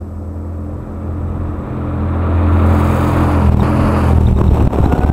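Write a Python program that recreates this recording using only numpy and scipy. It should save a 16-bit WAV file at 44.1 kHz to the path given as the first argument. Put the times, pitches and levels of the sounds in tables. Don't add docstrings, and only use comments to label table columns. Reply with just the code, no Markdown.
import sys
import numpy as np
from scipy import signal
from scipy.fft import rfft, irfft
from scipy.io import wavfile
from scipy.ndimage import uniform_filter1d

SR = 44100
rng = np.random.default_rng(int(sys.argv[2]) if len(sys.argv) > 2 else 0)


def materialize(psi):
    bounded = np.clip(np.atleast_2d(psi).T, -1, 1)
    quanta = np.round(bounded * 32767).astype(np.int16)
    wavfile.write(sys.argv[1], SR, quanta)


N = 225991
T = np.arange(N) / SR

# time_s, leading engine rate_hz before Doppler
ENGINE_RATE = [(0, 39.4), (.7, 40.4), (2.1, 40.36), (3.05, 40.71), (3.52, 40.89), (4.48, 40.07),
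               (4.58, 39.39), (4.95, 37.72), (5.12, 38.65)]
# time_s, lag_cycles
ENGINE_SLIP = [(0, -1.52), (.41, -1.5), (.7, -1.44), (.94, -1.16), (1.47, -0.89), (1.69, -0.73),
               (2.39, -0.51), (2.8, -0.415), (3.1, -.25), (3.2, -0.29), (3.5, -0.035), (4.29, -0.026),
               (4.5, 0.52), (4.71, .74), (5.12, 1.54)]
# engine_order, leading_db, other_db,
# leading_change_alongside_db, other_change_alongside_db, roughness (0-1)
BOOM_ORDERS = [(2, -16.5, -15, -9, 1, 0.14), (3, -23, -26, 3.5, -4, 0.16)]
# engine_order, front_db, behind_db
HUM_ORDERS = [(1, -8, -24), (2.5, -9.5, -12), (4, -11.5, -8), (5, -0.5, 2.5), (6, -9.5, -8.5), (7, -2, -13),
              (8, -8.5, -19.5), (9, -14, -17), (10, -16, -11.5), (11, -22, -32)]
# time_s, spike_db
EXHAUST_BEATS = [(3.498, 9), (3.547, 8.5), (3.624, -4.5), (4.135, 4), (4.185, 6.5), (4.278, -4),
                 (4.329, 10), (4.417, 9.5), (4.492, 8.5), (4.513, -3), (4.676, 18.5), (4.806, 9.5),
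                 (4.863, 11.5), (4.938, 6.5), (4.994, 10), (5.05, 11), (5.101, 14)]
# time_s, half_length_s, change_db
GAS_SURGES = [(3.574, 0.069, 0.5), (4.272, 0.24, -3), (4.405, 0.031, 7), (4.592, 0.029, 6),
              (4.74, 0.075, 4), (4.96, 0.18, 2.5)]
# start_s, level_db before the tick trim
BRIGHT_TICKS = [(2.798, -30), (2.895, -24), (2.942, -37), (2.99, -43), (3.04, -43), (3.63, -29),
                (3.699, -25)]
# centre_s, pitch_hz, peak_db
METAL_CHIRPS = [(3.608, 3720, -32), (4.122, 3700, -41), (4.271, 3700, -30.5), (4.375, 3760, -36.5),
                (4.481, 3760, -36), (4.58, 2700, -36), (4.606, 2630, -33), (4.749, 4220, -50),
                (4.857, 3890, -34), (4.924, 2740, -30.5), (4.988, 4200, -40), (5.016, 2520, -32)]
# time_s, centre pitch_hz, centre level_db
GEAR_WHINE = [(4.55, 660, -60), (4.8, 685, -35), (4.92, 716, -25.5), (5.03, 738, -25.5), (5.12, 776, -27)]
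# pitch_hz, width_hz, relative level_db
GLIDING_TONES = [(995, 41, 4), (1171, 25, 3.5), (1282, 130, 3.5)]
# time_s, half_length_s, rumble_db, left_right_buffet_db
WIND_GUSTS = [(1.436, 0.48, -30.5, -88), (3.178, 0.046, -29, -77), (3.524, 0.02, -39, -38),
              (3.83, 0.055, -19, -65), (4.3, 0.067, -22, -27), (4.515, 0.045, -12.5, -37),
              (4.647, 0.03, -14, -27)]

# frequency_hz, density_db
ROAR_COLOUR = [(130, -9), (200, -7.5), (290, -7.5), (430, -11), (530, -6), (680, -13), (850, -21)]
# frequency_hz, density_db
RUSH_COLOUR = [(600, -2.5), (800, -1), (1000, -1), (1340, -1.5), (1560, -12), (1800, -12.5)]
# frequency_hz, density_db
CLATTER_COLOUR = [(1500, -3.5), (1900, -6), (2400, -1.5), (3100, -13), (3700, -11), (4600, -25),
                  (5400, -54)]
# frequency_hz, density_db
CLATTER_ABREAST_COLOUR = [(1500, 1.5), (1800, -7.5), (2500, -1.5), (3000, -8), (3600, -18), (4750, -12.5),
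                          (5600, -27)]
# frequency_hz, density_db
GRIT_COLOUR = [(4700, -3.5), (5700, -16), (6700, -4.5), (7300, -9), (8200, -3), (9100, -13.5),
               (10700, -5.5), (12100, -13), (14300, -7), (15500, -7.5)]
# frequency_hz, density_db
GRIT_ABREAST_COLOUR = [(5000, -11), (6300, -3), (8100, -2), (8900, -2.5), (10200, 0.5), (11200, -2.5),
                       (12800, -8), (15500, -13)]
# frequency_hz, density_db
GAS_COLOUR = [(220, -3), (300, -4.5), (400, -4), (590, -10), (760, -10.5), (940, -12), (1300, -20.5),
              (1800, -32)]
# frequency_hz, density_db
RASP_COLOUR = [(1900, 1), (2600, 4.5), (3100, -2), (3800, -1.5), (4800, -14.5), (5400, -7), (6400, -13.5),
               (8200, -6.5), (9200, -16.5), (14000, -13), (15500, -17)]
# frequency_hz, density_db
AIR_COLOUR = [(25, -20), (37, 1), (48, -7), (70, -4), (120, -12), (200, -12.5), (400, -64)]
# frequency_hz, density_db
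BUFFET_COLOUR = [(35, 2), (80, 12.5), (300, -9), (1000, -20), (3000, -28.5), (14000, -38.5)]
# frequency_hz, density_db
HISS_COLOUR = [(1000, -13), (5000, 1.5), (7700, 0), (7890, 14), (8080, 0), (12000, -1.5), (14500, 0),
               (15500, -27)]

SPEED_M_S, PASS_S, ASIDE_M = 16.5, 3.45, 2.438
CUT_S, REPLAY_S = 3.63, .638
FIRING_S = 3.547
TYRES_AHEAD_M = 2.9
TYRES_SWING_M, PIPES_SWING_M = 1.4, 0.64
TYRES_FADE_M = 0.65
NEAR_M, NEAR_KNEE = 13.45, 8.2

ENGINE_LOSS_DB_PER_M = 0.0557
HUM_DB, HUM_FADE_DB_PER_M = -21, 0.62
ROAR_DB, ROAR_LOSS_DB_PER_M = -21.5, 0.0655
RUSH_DB, RUSH_LOSS_DB_PER_M, RUSH_SHADE_DB = -21, 0.26, -2.5
CLATTER_DB, CLATTER_LOSS_DB_PER_M = -32.5, 0.39
GRIT_DB, GRIT_REACH_M, GRIT_SHADE_DB = -42, 11.7, -7
GLIDE_START, GLIDE_SINK = .98, .22
GAS_DB, RASP_DB = -20.5, -42
BREEZE_DB, WAKE_DB, WAKE_BUFFET_DB = -36, -29.5, -48.5
WHINE_ROUGH_DB = 3.5
FADE_IN_S = .015
ATTACK_S, RELEASE_S, TOP_HZ = .0003, 0.022, 15650


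def undb(db):
    return 10 ** (np.asarray(db) / 20)


def unit(x):
    return x / np.sqrt(np.mean(x ** 2))


def walk(rate_hz):
    f = np.fft.rfftfreq(N, 1 / SR)
    return unit(irfft(rfft(rng.standard_normal(N)) * np.exp(-(f / rate_hz) ** 2), N))


def complex_walk(rate_hz):
    return walk(rate_hz) + 1j * walk(rate_hz)


def noise(spectrum, gate=1):
    hz, db = np.transpose(spectrum)
    f = np.fft.rfftfreq(N, 1 / SR) + 1
    skirts = np.minimum(1, np.minimum(f / hz[0], hz[-1] / f)) ** 6
    gain = undb(np.interp(np.log(f), np.log(hz), db)) * skirts
    return unit(irfft(rfft(rng.standard_normal(N) * gate) * gain, N))


def bump(s, half_s):
    return np.exp(-((T - s) / half_s) ** 2)


def ride_time(s):
    return s - REPLAY_S * (s > CUT_S)


def splice(control):
    return uniform_filter1d(control, size=441)


def after_cut():
    return splice(1. * (T > CUT_S))


def curves(table):
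    s, *columns = np.transpose(table)
    return [splice(np.interp(ride_time(T), ride_time(s), c)) for c in columns]


def gone_by(along, swing_m):
    return .5 + .5 * np.tanh(along / (2 * swing_m))


def spreading(distance):
    return (1 + (distance / NEAR_M) ** NEAR_KNEE) ** (-1 / NEAR_KNEE)


def wind(behind):
    rumble = undb(BREEZE_DB) + undb(WAKE_DB) * behind
    buffet = undb(WAKE_BUFFET_DB) * behind + undb(-71.5)
    for s, half_s, rumble_db, buffet_db in WIND_GUSTS:
        rumble = rumble + undb(rumble_db) * bump(s, half_s)
        buffet = buffet + undb(buffet_db) * bump(s, half_s)
    return noise(AIR_COLOUR) * rumble, noise(BUFFET_COLOUR) * buffet


def small_parts():
    tick_s, tick_trim_db, chirp_s, chirp_width_hz = 0.0024, -10, 0.0041, 260
    ticks = sum(undb(db) * (T >= s) * np.exp(-abs(T - s) / tick_s) for s, db in BRIGHT_TICKS)
    bright = noise([(7000, -8), (9000, 3), (14000, 0), (16000, -2)])
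    out = undb(tick_trim_db) * ticks * bright
    waver = walk(chirp_width_hz)
    for s, hz, db in METAL_CHIRPS:
        out = out + undb(db) * bump(s, chirp_s) * np.sin(2 * np.pi * hz * T + waver)
    return out


def gears():
    octave_db, waver = -11, 0.0019
    hz, db = curves(GEAR_WHINE)
    phase = 2 * np.pi * np.cumsum(hz * (1 + waver * walk(45))) / SR
    level = np.sqrt(2) * undb(db + WHINE_ROUGH_DB * walk(36)) * (T > GEAR_WHINE[0][0])
    return level * (np.sin(phase) + undb(octave_db) * np.sin(2 * phase))


def gliding_tones(swing):
    travel = np.cumsum(GLIDE_START - GLIDE_SINK * swing) / SR
    tones = 0
    for hz, width_hz, db in GLIDING_TONES:
        carrier = np.exp(2j * np.pi * hz * travel)
        tones = tones + undb(db) * np.real(complex_walk(width_hz) * carrier)
    return unit(tones)


def tyres(turns, along, distance):
    knock, glide_db, grain_db, grit_falloff = 0.12, -5, 4, 5.0
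    swing, turned = gone_by(along + TYRES_AHEAD_M, TYRES_SWING_M), after_cut()
    knocks = np.cos(2 * np.pi * 5 * turns) + .7 * np.cos(2 * np.pi * 2.5 * turns)
    gate = np.exp(knock * knocks)
    off_axis = abs(swing - turned)

    roar = noise(ROAR_COLOUR, gate) * undb(ROAR_DB - ROAR_LOSS_DB_PER_M * distance)
    rush_db = RUSH_DB - RUSH_LOSS_DB_PER_M * distance + RUSH_SHADE_DB * off_axis
    rush = noise(RUSH_COLOUR, gate) + undb(glide_db) * gliding_tones(swing) * gate
    rush = rush * undb(rush_db)

    abreast = np.clip((1 - turned) * swing + turned, 0, 1)
    ahead, beside = np.sqrt(1 - abreast), np.sqrt(abreast)
    rattle = gate * undb(1.44 * walk(38))
    clatter = ahead * noise(CLATTER_COLOUR, rattle) + beside * noise(CLATTER_ABREAST_COLOUR, rattle)
    clatter = clatter * undb(CLATTER_DB - CLATTER_LOSS_DB_PER_M * distance)

    crunch = undb(grain_db * walk(3000) + 1.2 * walk(44.3))
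    grit = ahead * noise(GRIT_COLOUR, crunch) + beside * noise(GRIT_ABREAST_COLOUR, crunch)
    grit = grit * undb(GRIT_DB + GRIT_SHADE_DB * off_axis)
    grit_reach = 1 / np.hypot(1, (distance / GRIT_REACH_M) ** grit_falloff)
    return (roar + rush + clatter) * spreading(distance) + grit * grit_reach


def tailpipes(turns, slip, beats):
    crack, sharpness, other_share, other_lag = 1.74, 28, 0.23, 0.605
    flutter_db, rasp_surge = 1.95, 0.45
    surge_db = sum(db * bump(s, half_s) for s, half_s, db in GAS_SURGES)
    leading = np.exp(sharpness * (np.cos(2 * np.pi * turns) - 1))
    other = np.exp(sharpness * (np.cos(2 * np.pi * (turns - other_lag - slip)) - 1))
    gate = 1 + crack * (leading + other_share * other) + abs(beats)
    gate = gate * undb(flutter_db * walk(51))
    gas = noise(GAS_COLOUR, gate) * undb(GAS_DB + surge_db)
    rasp = noise(RASP_COLOUR, gate) * undb(RASP_DB + rasp_surge * surge_db)
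    return gas + rasp


def hard_beats():
    width_s, swell, lead_s = 0.00087, 0.31, 0.0043
    out = 0
    for s, db in EXHAUST_BEATS:
        out = out + swell * bump(s - lead_s, 2 * width_s) - undb(db) * bump(s, width_s)
    return out


def crank(along, distance):
    doppler = 1 / (1 + SPEED_M_S / 343 * along / distance)
    turns = np.cumsum(curves(ENGINE_RATE)[0] * doppler) / SR
    before, after = np.interp([FIRING_S, FIRING_S + REPLAY_S], T, turns)
    jump = (after - before + .5) % 1 - .5
    return turns - before - jump * after_cut()


def engines(turns, slip, along, behind):
    rough, lean, rear_db, alongside_m = 0.21, 0.44, 0.5, 8.8
    alongside = np.exp(-(along / alongside_m) ** 4)
    lines = []
    for order, lead_db, other_db, lead_by, other_by, spread in BOOM_ORDERS:
        leading = undb(lead_db + lead_by * alongside)
        other = undb(other_db + other_by * alongside)
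        lines.append((order, leading + other * np.exp(-2j * np.pi * order * slip), spread))
    hum_db = HUM_DB - HUM_FADE_DB_PER_M * np.maximum(along, 0)
    for order, front_db, rear_order_db in HUM_ORDERS:
        size = undb(hum_db + front_db + (rear_order_db - front_db) * behind)
        lines.append((order, size, rough * max(1, order / 5)))

    out = 0
    for order, size, spread in lines:
        scatter = spread * complex_walk(14)
        offset = rng.uniform(-2.3, 2.12) * (order > 2) * (1 - behind) - lean
        tone = np.exp(1j * (2 * np.pi * order * turns + offset))
        out = out - np.real(size * (1 + scatter) * tone)
    return np.sqrt(2) * out * undb(rear_db * behind)


def scene():
    along = splice(SPEED_M_S * (ride_time(T) - PASS_S))
    distance, behind = np.hypot(along, ASIDE_M), gone_by(along, PIPES_SWING_M)
    turns, slip, beats = crank(along, distance), curves(ENGINE_SLIP)[0], hard_beats()

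    rumble, buffet = wind(behind)
    front = np.sqrt(1 - gone_by(along, TYRES_FADE_M)) * tyres(turns, along, distance)
    rear = np.sqrt(behind) * tailpipes(turns, slip, beats)
    hum = engines(turns, slip, along, behind) * spreading(distance)
    hum = hum * undb(-ENGINE_LOSS_DB_PER_M * distance)

    shared_hiss, side_hiss = undb(-62.5) * noise(HISS_COLOUR), undb(-72.5) * noise(HISS_COLOUR)
    mid = rumble + shared_hiss + small_parts() + gears() + front + rear + beats + hum
    side = buffet + side_hiss
    return np.array([mid + side, mid - side]) * np.minimum(T / FADE_IN_S, 1)


def record(dry):
    fall = T / RELEASE_S
    overshoot = np.log(np.maximum(abs(dry).max(axis=0), 1))
    held = np.maximum.accumulate(overshoot + fall) - fall
    pole = np.exp(-1 / (ATTACK_S * SR))
    reduction = signal.lfilter([1 - pole], [1, -pole], held)
    limited = dry * np.exp(-reduction)
    clipped = limited / (1 + limited ** 10) ** (1 / 10)
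    low_pass = signal.ellip(12, .1, 90, TOP_HZ, fs=SR, output="sos")
    return signal.sosfilt(low_pass, clipped)


dry = scene()
out = record(dry)
materialize(out)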